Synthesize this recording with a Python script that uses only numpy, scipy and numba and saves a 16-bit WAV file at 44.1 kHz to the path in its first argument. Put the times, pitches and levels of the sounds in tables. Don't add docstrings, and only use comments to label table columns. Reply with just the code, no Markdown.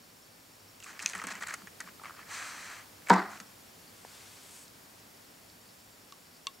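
import sys
import numpy as np
from scipy import signal
from scipy.fft import rfft, irfft
from scipy.io import wavfile
from scipy.ndimage import uniform_filter1d
from numba import njit

SR = 44100
rng = np.random.default_rng(int(sys.argv[2]) if len(sys.argv) > 2 else 0)


def master(y):
    cut = np.clip(np.atleast_2d(y).T, -1, 1)
    pcm = np.round(cut * 32767)
    wavfile.write(sys.argv[1], SR, pcm.astype(np.int16))


def nominal_scale(level):
    x = np.asarray(level, float) / 20
    return 10 ** x


N = 291060

# hz, level_db_per_hz
AIR = [(15, -42), (25, -16.5), (70, -7), (82, -10.5), (102, 1), (127, -9.5), (153, -2), (293, -2.5),
       (317, -6), (659, -7.5), (1160, -10), (3820, -14), (4610, -14), (14800, -17), (15900, -18)]
# hz, side_minus_mid_db
AIR_SIDE = [(60, -17.5), (110, -15.5), (200, -13), (380, -1), (700, 0), (1290, 0.5), (2380, -11),
            (4400, -4.5), (8120, -9), (15000, -18.5)]
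# hz, width_hz, level_db
WHINE = [(100, 27, -74.5), (4560, 380, -72), (5450, 300, -72), (6900, 250, -77), (7430, 250, -76)]
# time_s, level_db
HUSH = [(0, -58), (.6, -57.5), (1.5, -55), (3, -55), (3.8, -55.5), (5, -56), (6.6, -58)]
# hz, level_db, t60_s
BLOCK = [(1094, -0.5, 0.063), (1060, -18.5, 0.05), (1690, -10, 0.016), (2150, -12.5, 0.044),
         (2280, -14, 0.044), (2770, -4.5, 0.05), (3350, 1.5, 0.015), (3550, 6.5, 0.012), (3430, -16, 0.066),
         (3730, -25, 0.16), (4190, -22.5, .009), (4390, 4.5, 0.013), (4860, -8, 0.0099), (5270, -11, 0.016),
         (5770, 2.5, 0.0068), (6060, -3, 0.0081), (6800, -12, .015), (7900, -2.5, 0.0084),
         (10040, -18, 0.0063)]
# start_s, blow_db, bright_db_per_oct, ring_time_share, pitch_stretch
KNOCKS = [
    (6.121, -54, 2.5, .3, 1.2),
    (6.1229, -40.5, -4, 0.64, 1.03),
    (6.469, -31, 2, 0.91, 1.001),
]
# start_s, peak_db, pitch_hz, t60_s
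BUMPS = [(1.035, -39.5, 189, 0.11), (1.149, -36, 186, 0.13), (1.84, -46, 178, 0.16),
         (1.239, -34.5, 190, 0.098), (1.24, -40.5, 480, .05), (1.263, -36.5, 275, 0.06),
         (1.315, -37.5, 207, 0.081), (1.35, -39, 205, 0.083), (1.40, -43, 195, .1), (1.625, -41, 186, 0.15),
         (3.405, -37, 195, 0.091), (4.047, -38, 290, 0.021), (4.0485, -42, 2400, .005),
         (4.048, -21, 480, 0.0055), (4.049, -19, 840, 0.0063), (4.0485, -31.5, 1670, 0.006),
         (4.74, -39, 300, 0.025)]
# time_s, level_db, dull_rel_db
SLEEVE = [
    (3.6, -85, 1),
    (4.024, -66.5, -1.5),
    (4.152, -63.5, 3.5),
    (4.41, -61.5, -2),
    (4.566, -54.5, -9),
    (4.628, -56, -11),
    (4.702, -76, -3),
    (5.0, -77, -4),
]
# hz, level_db, t60_s
CUP = [(186, -10.5, 0.24), (208, -30.5, 0.51), (254, -23, 0.14), (295, -19, 0.039), (347, -38.5, 0.53),
       (431, -34, 0.23), (494, -20.5, 0.16), (585, -12.5, 0.028), (670, -29, 0.097), (678, -28, 0.18),
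       (775, -14, 0.09), (814, -15, 0.12), (860, -28, 0.15), (949, -3.5, 0.075), (990, -27, 0.37),
       (1027, -26, 0.4), (1025, -36, 0.16), (1156, -24.5, 0.18), (1060, -21, 0.095), (1225, -28, 0.21),
       (1337, -29, 0.26), (1400, -28.5, 0.14), (1535, -22.5, 0.26), (1567, -25, 0.25), (1600, -15, 0.0244),
       (1700, -31, 0.17), (2200, -16.5, 0.034), (1940, -47.5, .3)]
# start_s, blow_db, contact_ms, ring_time_share (fingers damp the rest)
SNAP = [
    (3.0991, -13, 0.057, 0.05),
    (3.1021, 7, 0.054, 0.017),
    (3.1042, -0.5, 0.21, 0.93),
]
# hz, width_hz, level_db, t60_s
SHIVER = [(198, 46, -37, 0.3), (352, 160, -28, 0.36), (780, 320, -27, 0.45), (1250, 730, -27.5, 0.54),
          (1950, 290, -32.5, 0.44), (4130, 2200, -40.5, 0.43), (7000, 3300, -44, 0.3)]
# hz, width_hz, level_db
TRAY = [(1250, 590, 1), (1850, 435, 2), (2400, 470, -1.5), (3190, 360, -9.5), (4100, 750, -18)]
EDGE = [(4250, 540, -18), (6250, 1600, 3.5), (7820, 1500, 2.5), (9200, 2800, -5), (11500, 2600, -19)]
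TABLE = [(300, 41, 2), (520, 430, -3)]
# hz, width_hz, level_db
RASP = [(4170, 1000, 1.5), (6080, 870, 1), (7350, 1100, 0), (8480, 1300, -3.5), (10350, 2500, -11.5),
        (12800, 2500, -21)]
BODY_HZ = np.array([930, 1140, 1240, 1350, 1460, 1560, 1750, 1850, 1970, 2250, 2550, 3200])
EDGE_HZ = np.array([3400, 4400, 4900, 5300, 5700, 6200, 6550, 7100, 7700, 8200, 9600, 10400])
# start_s, held_s, level_db, bright_db
PRESSES = [(.82, 0.041, -60, 5), (.865, 0.056, -49.5, -2.5), (.93, 0.051, -53.5, -6),
           (1.001, 0.065, -48, -2), (1.069, 0.055, -48, 2.5), (1.133, 0.0083, -42.5, -6),
           (1.151, 0.005, -38.5, -7), (1.165, 0.044, -45, -5.5), (1.217, 0.0094, -43.5, -9),
           (1.24, 0.011, -39.5, -11), (1.2697, 0.022, -41.5, -4.5), (1.303, 0.019, -40.5, -3.5),
           (1.335, 0.054, -46, -9), (1.408, 0.008, -45.5, -3), (1.421, 0.016, -42.5, -5),
           (1.447, 0.019, -49.5, -20), (1.468, 0.0042, -42, -1.5), (1.484, 0.025, -44.5, -2.5),
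           (1.52, 0.026, -46.5, -5), (1.538, 0.0031, -41.5, -2), (1.55, 0.073, -58, -3),
           (1.673, .004, -49.5, -12), (1.804, 0.005, -45, -0.5), (1.862, 0.033, -53, -8),
           (2.036, 0.048, -49.5, -10), (2.096, 0.028, -56, -12), (2.167, 0.066, -53, -12),
           (3.067, 0.0098, -48, -8), (3.0864, 0.019, -38.5, -8), (3.24, .15, -70, -11),
           (3.3, 0.079, -52, -3), (3.402, 0.005, -48.5, -1), ]
# time_s, level_db, bright_db
SLIDE = [(2.25, -62, -11), (2.31, -43.5, -5.5), (2.35, -43, -1.5), (2.41, -40.5, -6.5), (2.48, -44.5, -3.5),
         (2.548, -46, -5.5), (2.65, -46, -5.5), (2.722, -46.5, -6), (2.798, -49.5, -8), (2.868, -65, -10),
         (2.9, -72, -8)]
# start_s, peak_db, pitch_hz, t60_s
TAPS = [(0.802, -46, 2770, 0.019), (0.826, -41, 2800, 0.011), (0.832, -46, 2540, .016),
        (0.8425, -39.5, 2400, 0.018), (0.862, -40, 1210, .025), (0.888, -45, 1550, 0.038),
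        (0.905, -43, 1750, .03), (0.9931, -28.5, 2030, .016), (0.998, -40, 3000, .01),
        (1.001, -33, 2380, .015), (1.026, -33, 1880, 0.0099), (1.034, -38, 1500, .02),
        (1.045, -38, 1750, .02), (1.0658, -38, 1700, 0.01), (1.0713, -34, 2470, .012),
        (1.079, -37, 2400, .012), (1.098, -36, 2280, .012), (1.1342, -31, 1850, .025),
        (1.1504, -28.5, 1850, 0.04), (1.19, -34, 1270, 0.017), (1.198, -29.5, 1890, 0.013),
        (1.2164, -32, 1246, 0.034), (1.2395, -30.5, 1300, 0.014), (1.2432, -50, 1490, 0.031),
        (1.2706, -33, 2030, .02), (1.276, -40, 1470, 0.018), (1.289, -40, 1650, 0.028),
        (1.3148, -39, 1760, .02), (1.322, -31, 1690, 0.018), (1.3534, -34, 1960, 0.022),
        (1.4106, -37, 1320, .02), (1.4236, -30, 1700, 0.03), (1.4356, -30, 1490, 0.021),
        (1.438, -32, 2090, 0.016), (1.4705, -34, 1790, .015), (1.482, -34, 1490, .02),
        (1.487, -34, 2120, 0.022), (1.497, -37, 1800, .025), (1.507, -29.5, 1660, .015),
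        (1.5092, -33, 2200, 0.018), (1.513, -36, 1290, .015), (1.524, -37, 1490, 0.023),
        (1.5391, -29, 1940, 0.031), (1.551, -45, 1400, .015),
        (1.62, -41, 1490, .008), (1.6725, -35.5, 1850, 0.012), (1.829, -45, 1700, 0.02),
           (1.8097, -36, 1800, 0.01), (1.8147, -37, 1450, 0.012), (1.842, -45, 1750, 0.02),
           (1.875, -37.5, 1200, 0.013), (1.887, -41, 1450, .016), (1.9964, -42, 1290, .013),
           (2.0148, -43, 1150, 0.029), (2.0373, -38, 1190, 0.017), (2.0468, -39, 1140, 0.015),
           (2.0466, -34, 1950, 0.0069), (2.0556, -35.5, 1180, 0.014), (2.056, -35.5, 2160, 0.0094),
           (2.0635, -38, 1190, 0.015), (2.0957, -36.5, 1230, 0.016), (2.107, -37, 1250, 0.013),
           (2.1414, -44, 1250, .013), (2.149, -44, 1470, 0.014), (2.1868, -47, 1820, 0.011),
           (2.191, -39.5, 1250, .015)]
# start_s, peak_db, pitch_hz, t60_s, left_minus_right_db
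ROCKING = [(3.021, -47, 2090, 0.014, 0), (3.0705, -36, 2260, .02, -2), (3.0986, -16, 1250, 0.012, 3),
           (3.1023, -15, 1200, 0.011, -0.5), (3.1115, -21, 925, 0.022, .5),
           (3.116, -23.5, 1890, 0.014, -1.5), (3.1265, -25, 1050, 0.015, 2), (3.128, -28, 1600, .02, 0),
           (3.1328, -16, 890, .018, -2), (3.14, -26, 1950, 0.046, 2.5), (3.155, -23, 1150, .02, -0.5),
           (3.161, -19.5, 900, 0.02, 0), (3.22, -39, 1890, 0.028, 4), (3.237, -47, 1060, 0.027, 3),
           (3.3, -47, 1880, .02, 0), (3.3065, -38, 1000, 0.027, .5), (3.357, -48, 1400, .03, 2),
           (3.4012, -36.5, 1650, 0.01, 3), (3.4014, -38, 2400, .01, 0), (3.1775, -30, 1100, .02, .5),
           (3.193, -28, 990, 0.023, .5), (3.201, -33, 990, 0.023, 4), (3.224, -37, 790, 0.022, .5)]
# start_s, peak_db, pitch_hz
CREASES = [(0.802, -39.5, 6700), (0.837, -38, 6840), (0.84, -41, 6560), (0.843, -37, 8130),
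           (0.9296, -47, 6310), (0.993, -33.5, 5100), (0.998, -35, 5680), (1.0195, -40, 6500),
           (1.0238, -32, 7150), (1.026, -30.5, 6440), (1.0288, -33, 7130), (1.0351, -35, 6070),
           (1.069, -37, 6200), (1.0605, -37, 13900), (1.0721, -32, 6350), (1.079, -31, 6240),
           (1.0906, -31, 7200), (1.091, -44, 11400), (1.098, -31, 6400), (1.106, -37, 6550),
           (1.1337, -38, 6550), (1.1507, -33.5, 8160), (1.16, -37, 8150), (1.1795, -37, 7900),
           (1.189, -43, 4180), (1.217, -37, 6070),
           (1.239, -33, 8000), (1.246, -44, 4630), (1.2702, -35, 7000), (1.2703, -37, 9300),
           (1.2753, -38, 5900), (1.314, -38, 6900), (1.321, -38, 4050), (1.3255, -37, 6800),
           (1.3536, -42, 6000), (1.359, -43, 7500), (1.369, -45, 6900), (1.4102, -53, 6500),
           (1.4239, -38, 8120), (1.4275, -37, 7600), (1.435, -38, 6800), (1.434, -35, 4100),
           (1.4715, -32, 7750), (1.471, -38, 4600), (1.485, -31, 7900), (1.496, -41, 4500),
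           (1.5057, -42, 6550), (1.5393, -32, 6600), (1.541, -28, 8530), (1.54, -42, 11500),
           (1.5428, -33, 6760), (1.671, -43, 6550), (1.8035, -33, 8600), (1.8052, -31, 6460),
           (1.8055, -41, 10200), (1.806, -40, 7700), (1.807, -36.5, 4390), (2.0359, -42.5, 6800),
           (3.0672, -46, 5600), (3.086, -36, 7500), (3.092, -37, 7450), (3.0987, -20.5, 6840),
            (3.0987, -23.5, 5500), (3.1023, -29.5, 4900), (3.1035, -22, 3850), (3.131, -34, 5000),
            (3.1385, -27.5, 5850), (3.139, -33, 7000), (3.1315, -38, 7440), (3.1594, -39, 3900),
            (3.1997, -44, 4390), (3.4018, -39, 5900), (3.4018, -38, 7300), (3.4009, -48, 11000),
            (4.6797, -47, 5900), (5.5, -46, 4600), (6.1235, -39, 5600), (6.1233, -49, 3450),
            (4.68, -45, 5000), (1.824, -46, 4500)]
# start_s, level_db
POP = (1.0604, -10)
# hz, level_db, t60_s
DIMPLE = [(2050, -17, .006), (2550, -5.5, 0.012), (3250, -12, .009), (4450, -11, .008), (5300, -8, 0.0091),
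          (6200, -5, 0.0083), (6550, 4, .0035), (7760, -15, .007), (8600, -17, .006), (9650, -26, 0.0098),
          (10400, -30, .005), (13400, -24, .003)]
TICK_S = [1.0905, 1.2389, 1.2699, 1.27, 1.27, 1.3532, 1.8036, 1.8036, 1.8036, 1.8036, 3.0986, 3.1025,
          3.2005, 3.2365, 3.4016]
# peak_db, pitch_hz, t60_s
TICKS = [(-24, 6700, .005), (-24, 1500, .003), (-19.5, 7900, .0022), (-28, 2400, .004), (-34, 11500, .0015),
         (-28, 7200, .002), (-35, 1562, .045), (-35, 1730, .045), (-36, 1910, .04), (-43, 1316, .045),
         (-20, 2400, .005), (-10, 1600, .004), (-31, 1550, .03), (-35, 1000, .02), (-27, 6600, .003)]

WHINE_FLICKER_DB, WHINE_FLICKER_S = 3, .02
ROOM_T60_S, ROOM_DB, ROOM_HZ = .18, -26, 4000
RATTLE_DB, RATTLE_S, SHIVER_SIDE_DB, SHIVER_RISE_S = 1.8, .006, -12.5, .011
PRESS_DB_PER_S, RELEASE_DB_PER_S = 6000, 1100
THROUGH_TABLE_DB, SLIDE_TABLE_DB = -13.5, -19.5
TAP_PAN_DB_PER_OCT = -1
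CREASE_T60_S, RELAX_T60_S = .0075, .007
FLIP_DB, FLIP_HZ = -4, 7000
POP_RISE_MS = .16
LOW_CUT_HZ, TOP_HZ = 193, 15760
OPPOSITE = np.array([[1], [-1]])


@njit
def svf(x, hz, width_hz):
    y, band, low = np.empty(len(x)), 0., 0.
    g, k = np.tan(np.pi * hz / SR), width_hz / hz
    for i in range(len(x)):
        v = (band + g * (x[i] - low)) / (1 + g * (g + k))
        band, low, y[i] = 2 * v - band, low + 2 * g * v, k * v
    return y


def unit(x):
    return x / np.sqrt(np.mean(x ** 2))


def curve(time_s, level_db):
    return nominal_scale(np.interp(np.arange(N) / SR, time_s, level_db, left=-120, right=-120))


def flicker(count, hold_s):
    hold = int(hold_s * SR)
    smooth = uniform_filter1d(rng.standard_normal(count), hold)
    return unit(uniform_filter1d(smooth, hold))


def shaped(points):
    hz, level_db = np.transpose(points)
    bin_hz = np.arange(1, N // 2 + 2) * SR / N
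    gain = nominal_scale(np.interp(np.log(bin_hz), np.log(hz), level_db))
    return irfft(rfft(rng.standard_normal(N)) * gain, N)


def body(x, peaks):
    total = 0
    for k, (hz, width_hz, db) in enumerate(peaks):
        centre_hz, stage_hz = 1. * hz, 1.53 * width_hz
        steep = svf(svf(x, centre_hz, stage_hz), centre_hz, stage_hz)
        total = total + (-1) ** k * nominal_scale(db) * steep
    return unit(total)


def ring(modes, length_s=0.53, rise_cycles=0.92):
    t = np.arange(int(length_s * SR)) / SR
    total = 0
    for hz, db, t60_s in modes:
        swell = (1 - np.exp(-t * hz / rise_cycles)) ** 2
        total = total + swell * nominal_scale(db - 60 * t / max(t60_s, .002)) * np.sin(2 * np.pi * hz * t)
    return total


def add(out, start_s, x, pan_db=0.):
    i = int(start_s * SR)
    x = x[..., :N - i]
    out[:, i:i + x.shape[-1]] += x * nominal_scale(OPPOSITE * pan_db / 2)


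def air():
    mid = shaped(AIR)
    hz, side_db = np.transpose(AIR_SIDE)
    side = shaped([(f, db + np.interp(np.log(f), np.log(hz), side_db)) for f, db in AIR])
    hush = curve(*np.transpose(HUSH)) / mid.std()
    whine = 0
    for hz, width_hz, db in WHINE:
        if hz > WHINE[0][0]:
            db = db + WHINE_FLICKER_DB * flicker(N, WHINE_FLICKER_S)
        whine = whine + nominal_scale(db) * body(rng.standard_normal(N), [(hz, width_hz, 0)])
    return hush * (mid + (side + 0.019 * mid) * OPPOSITE) + whine


def room(x):
    t = np.arange(SR // 2) / SR
    tail = rng.standard_normal((3, len(t))) * nominal_scale(-60 * t / ROOM_T60_S) * (t > .003)
    tail = tail[0] + .5 * tail[1:]
    tail = signal.lfilter(*signal.butter(1, ROOM_HZ, fs=SR), tail)
    tail = tail / np.sqrt((tail ** 2).sum(1, keepdims=True))
    return nominal_scale(ROOM_DB) * signal.fftconvolve(x, tail, axes=1)[:, :N]


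def sleeve():
    time_s, fine_db, dull_db = np.transpose(SLEEVE)
    fine = body(rng.standard_normal(N), [(7900, 4000, 0)])
    dull = body(rng.standard_normal(N), [(2800, 5600, 0)])
    return curve(time_s, fine_db) * fine + curve(time_s, fine_db + dull_db + 4.5) * dull * nominal_scale(1.5 * OPPOSITE)


def bumps(out):
    for s, db, hz, t60_s in BUMPS:
        add(out, s, nominal_scale(db) * ring([(hz, 0, t60_s)], .3))


def knocks(out):
    for s, db, bright_db, share, stretch in KNOCKS:
        modes = [(hz * stretch, g + bright_db * np.log2(hz / BLOCK[0][0]), t60_s * share)
                 for hz, g, t60_s in BLOCK]
        add(out, s, nominal_scale(db) * ring(modes, .2, rise_cycles=1.0), .7)


def nearby():
    out = sleeve()
    bumps(out)
    knocks(out)
    return out


def grit(per_s, scatter_db):
    hit, size = rng.random((2, N))
    size_db = np.minimum(-scatter_db * np.log(size + 1e-9), 13)
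    return (hit < per_s / SR) * nominal_scale(size_db) * rng.choice([-1., 1.], N)


def pressure():
    t = np.arange(0, N, 16) / SR
    power = 0
    for s, held_s, db, bright_db in PRESSES:
        rise_db = np.minimum(t - s, 0) * PRESS_DB_PER_S
        release_db = np.maximum(t - s - held_s, 0) * RELEASE_DB_PER_S
        part_db = np.array([[0], [bright_db], [THROUGH_TABLE_DB]])
        power = power + nominal_scale(db + rise_db - release_db + part_db) ** 2
    return [np.interp(np.arange(N) / SR, t, gain) for gain in np.sqrt(power)]


def drag():
    t = np.arange(N) / SR
    sliding = (t > SLIDE[0][0]) & (t < SLIDE[-1][0])
    slips = np.where(sliding, unit(grit(12000, 1.1)), unit(grit(5500, 1.5)))
    hollow = body(slips, TRAY)
    edge = body(slips + 0.61 * unit(grit(6000, 1.5)), EDGE)
    wood = body(slips, TABLE)
    time_s, slide_db, bright_db = np.transpose(SLIDE)
    rim = curve(time_s, slide_db + bright_db) * body(np.roll(slips, 900), RASP)
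    scrape = body(slips[::-1], RASP[:1])
    slide = curve(time_s, slide_db)
    press, bright, press_table = pressure()
    force = np.hypot(slide, press)
    low = np.hypot(slide * nominal_scale(SLIDE_TABLE_DB), press_table)
    x = rim + nominal_scale(-1.0) * force * hollow + nominal_scale(-3.0) * low * wood
    x = x + bright * (nominal_scale(-9.0) * scrape + nominal_scale(-4.5) * edge)
    wide = nominal_scale(-14) * np.roll(x, 37)
    return (x + wide * OPPOSITE) * nominal_scale(.25 * OPPOSITE)


def cluster(hz, t60_s, shared_hz, fall_db, crack_db, chance):
    near, burst = chance[:len(shared_hz)], chance[len(shared_hz):]
    octaves = np.abs(np.log2(shared_hz / hz))
    mode_db = -3.5 - fall_db * octaves + 6.5 * near[::-1]
    modes = zip(shared_hz * (1 + 0.02 * near), mode_db, t60_s / (0.96 + 0.56 * octaves))
    x = ring([(hz, 0, t60_s), *modes], .1)
    x /= np.abs(x).max()
    fade = nominal_scale(-60 * np.arange(len(burst)) * hz / SR / 18)
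    crack = svf(svf(burst * fade, 1.07 * hz, 1.36 * hz), hz, 2.6 * hz)
    x[:len(burst)] += nominal_scale(crack_db) * crack
    return x / np.abs(x).max()


def taps(out):
    panned = [(s, db, hz, t60_s, TAP_PAN_DB_PER_OCT * np.log2(hz / 1500))
              for s, db, hz, t60_s in TAPS]
    for s, db, hz, t60_s, pan_db in panned + ROCKING:
        patch = cluster(hz, t60_s, BODY_HZ, 23.0, -1.4, rng.standard_normal(500))
        add(out, s, nominal_scale(db) * patch, pan_db)


def creases(out):
    flip = np.diff(np.hanning(int(SR / FLIP_HZ) + 2))
    flip = flip / flip.max()
    for s, db, hz in CREASES:
        t60_s = CREASE_T60_S if s < 3 else RELAX_T60_S
        add(out, s, nominal_scale(db) * cluster(hz, t60_s, EDGE_HZ, 21.5, -2.2, rng.standard_normal(200)))
        add(out, s, nominal_scale(db + FLIP_DB) * flip)


def dimple(out):
    start_s, level_db = POP
    pop = sum(ring([mode], .05, mode[0] * POP_RISE_MS / 1000) for mode in DIMPLE)
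    add(out, start_s, nominal_scale(level_db) * pop)


def ticks(out):
    for s, (db, hz, t60_s) in zip(TICK_S, TICKS):
        add(out, s, nominal_scale(db) * ring([(hz, 0, t60_s)], .1, rise_cycles=.4))


def tray():
    out = drag()
    taps(out)
    creases(out)
    dimple(out)
    ticks(out)
    return out


def shiver(out):
    t = np.arange(SR) / SR
    fits_db = RATTLE_DB * flicker(SR, RATTLE_S)
    for hz, width_hz, db, t60_s in SHIVER:
        mid, side = (body(svf(noise, 1. * hz, 1.13 * width_hz), [(hz, width_hz, 0)])
                     for noise in rng.standard_normal((2, SR)))
        shake = mid + nominal_scale(SHIVER_SIDE_DB) * side * OPPOSITE
        swell = 1 - np.exp(-t / SHIVER_RISE_S)
        add(out, SNAP[1][0], nominal_scale(db - 60 * t / t60_s + fits_db) * swell * shake)


def snap():
    out = np.zeros((2, N))
    for s, db, contact_ms, share in SNAP:
        push = np.hanning(int(contact_ms * SR / 1000) * 2 + 3)
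        cup = ring([(hz, g, t60_s * share) for hz, g, t60_s in CUP], rise_cycles=0.34)
        add(out, s, -nominal_scale(db) * np.convolve(cup, push / push.sum()), .6)
    shiver(out)
    return out


def scene():
    low_cut = signal.butter(6, LOW_CUT_HZ, "high", fs=SR, output="sos")
    near = signal.sosfilt(low_cut, nearby() + tray() + snap())
    return air() + room(near) + near


def band_limit(x):
    return signal.sosfilt(signal.butter(12, 16480, fs=SR, output="sos"), x)


def record(dry):
    top_cut = signal.ellip(10, .2, 60, TOP_HZ, fs=SR, output="sos")
    mix = signal.sosfilt(top_cut, dry)
    return band_limit(mix)


dry = scene()
out = record(dry)
master(out)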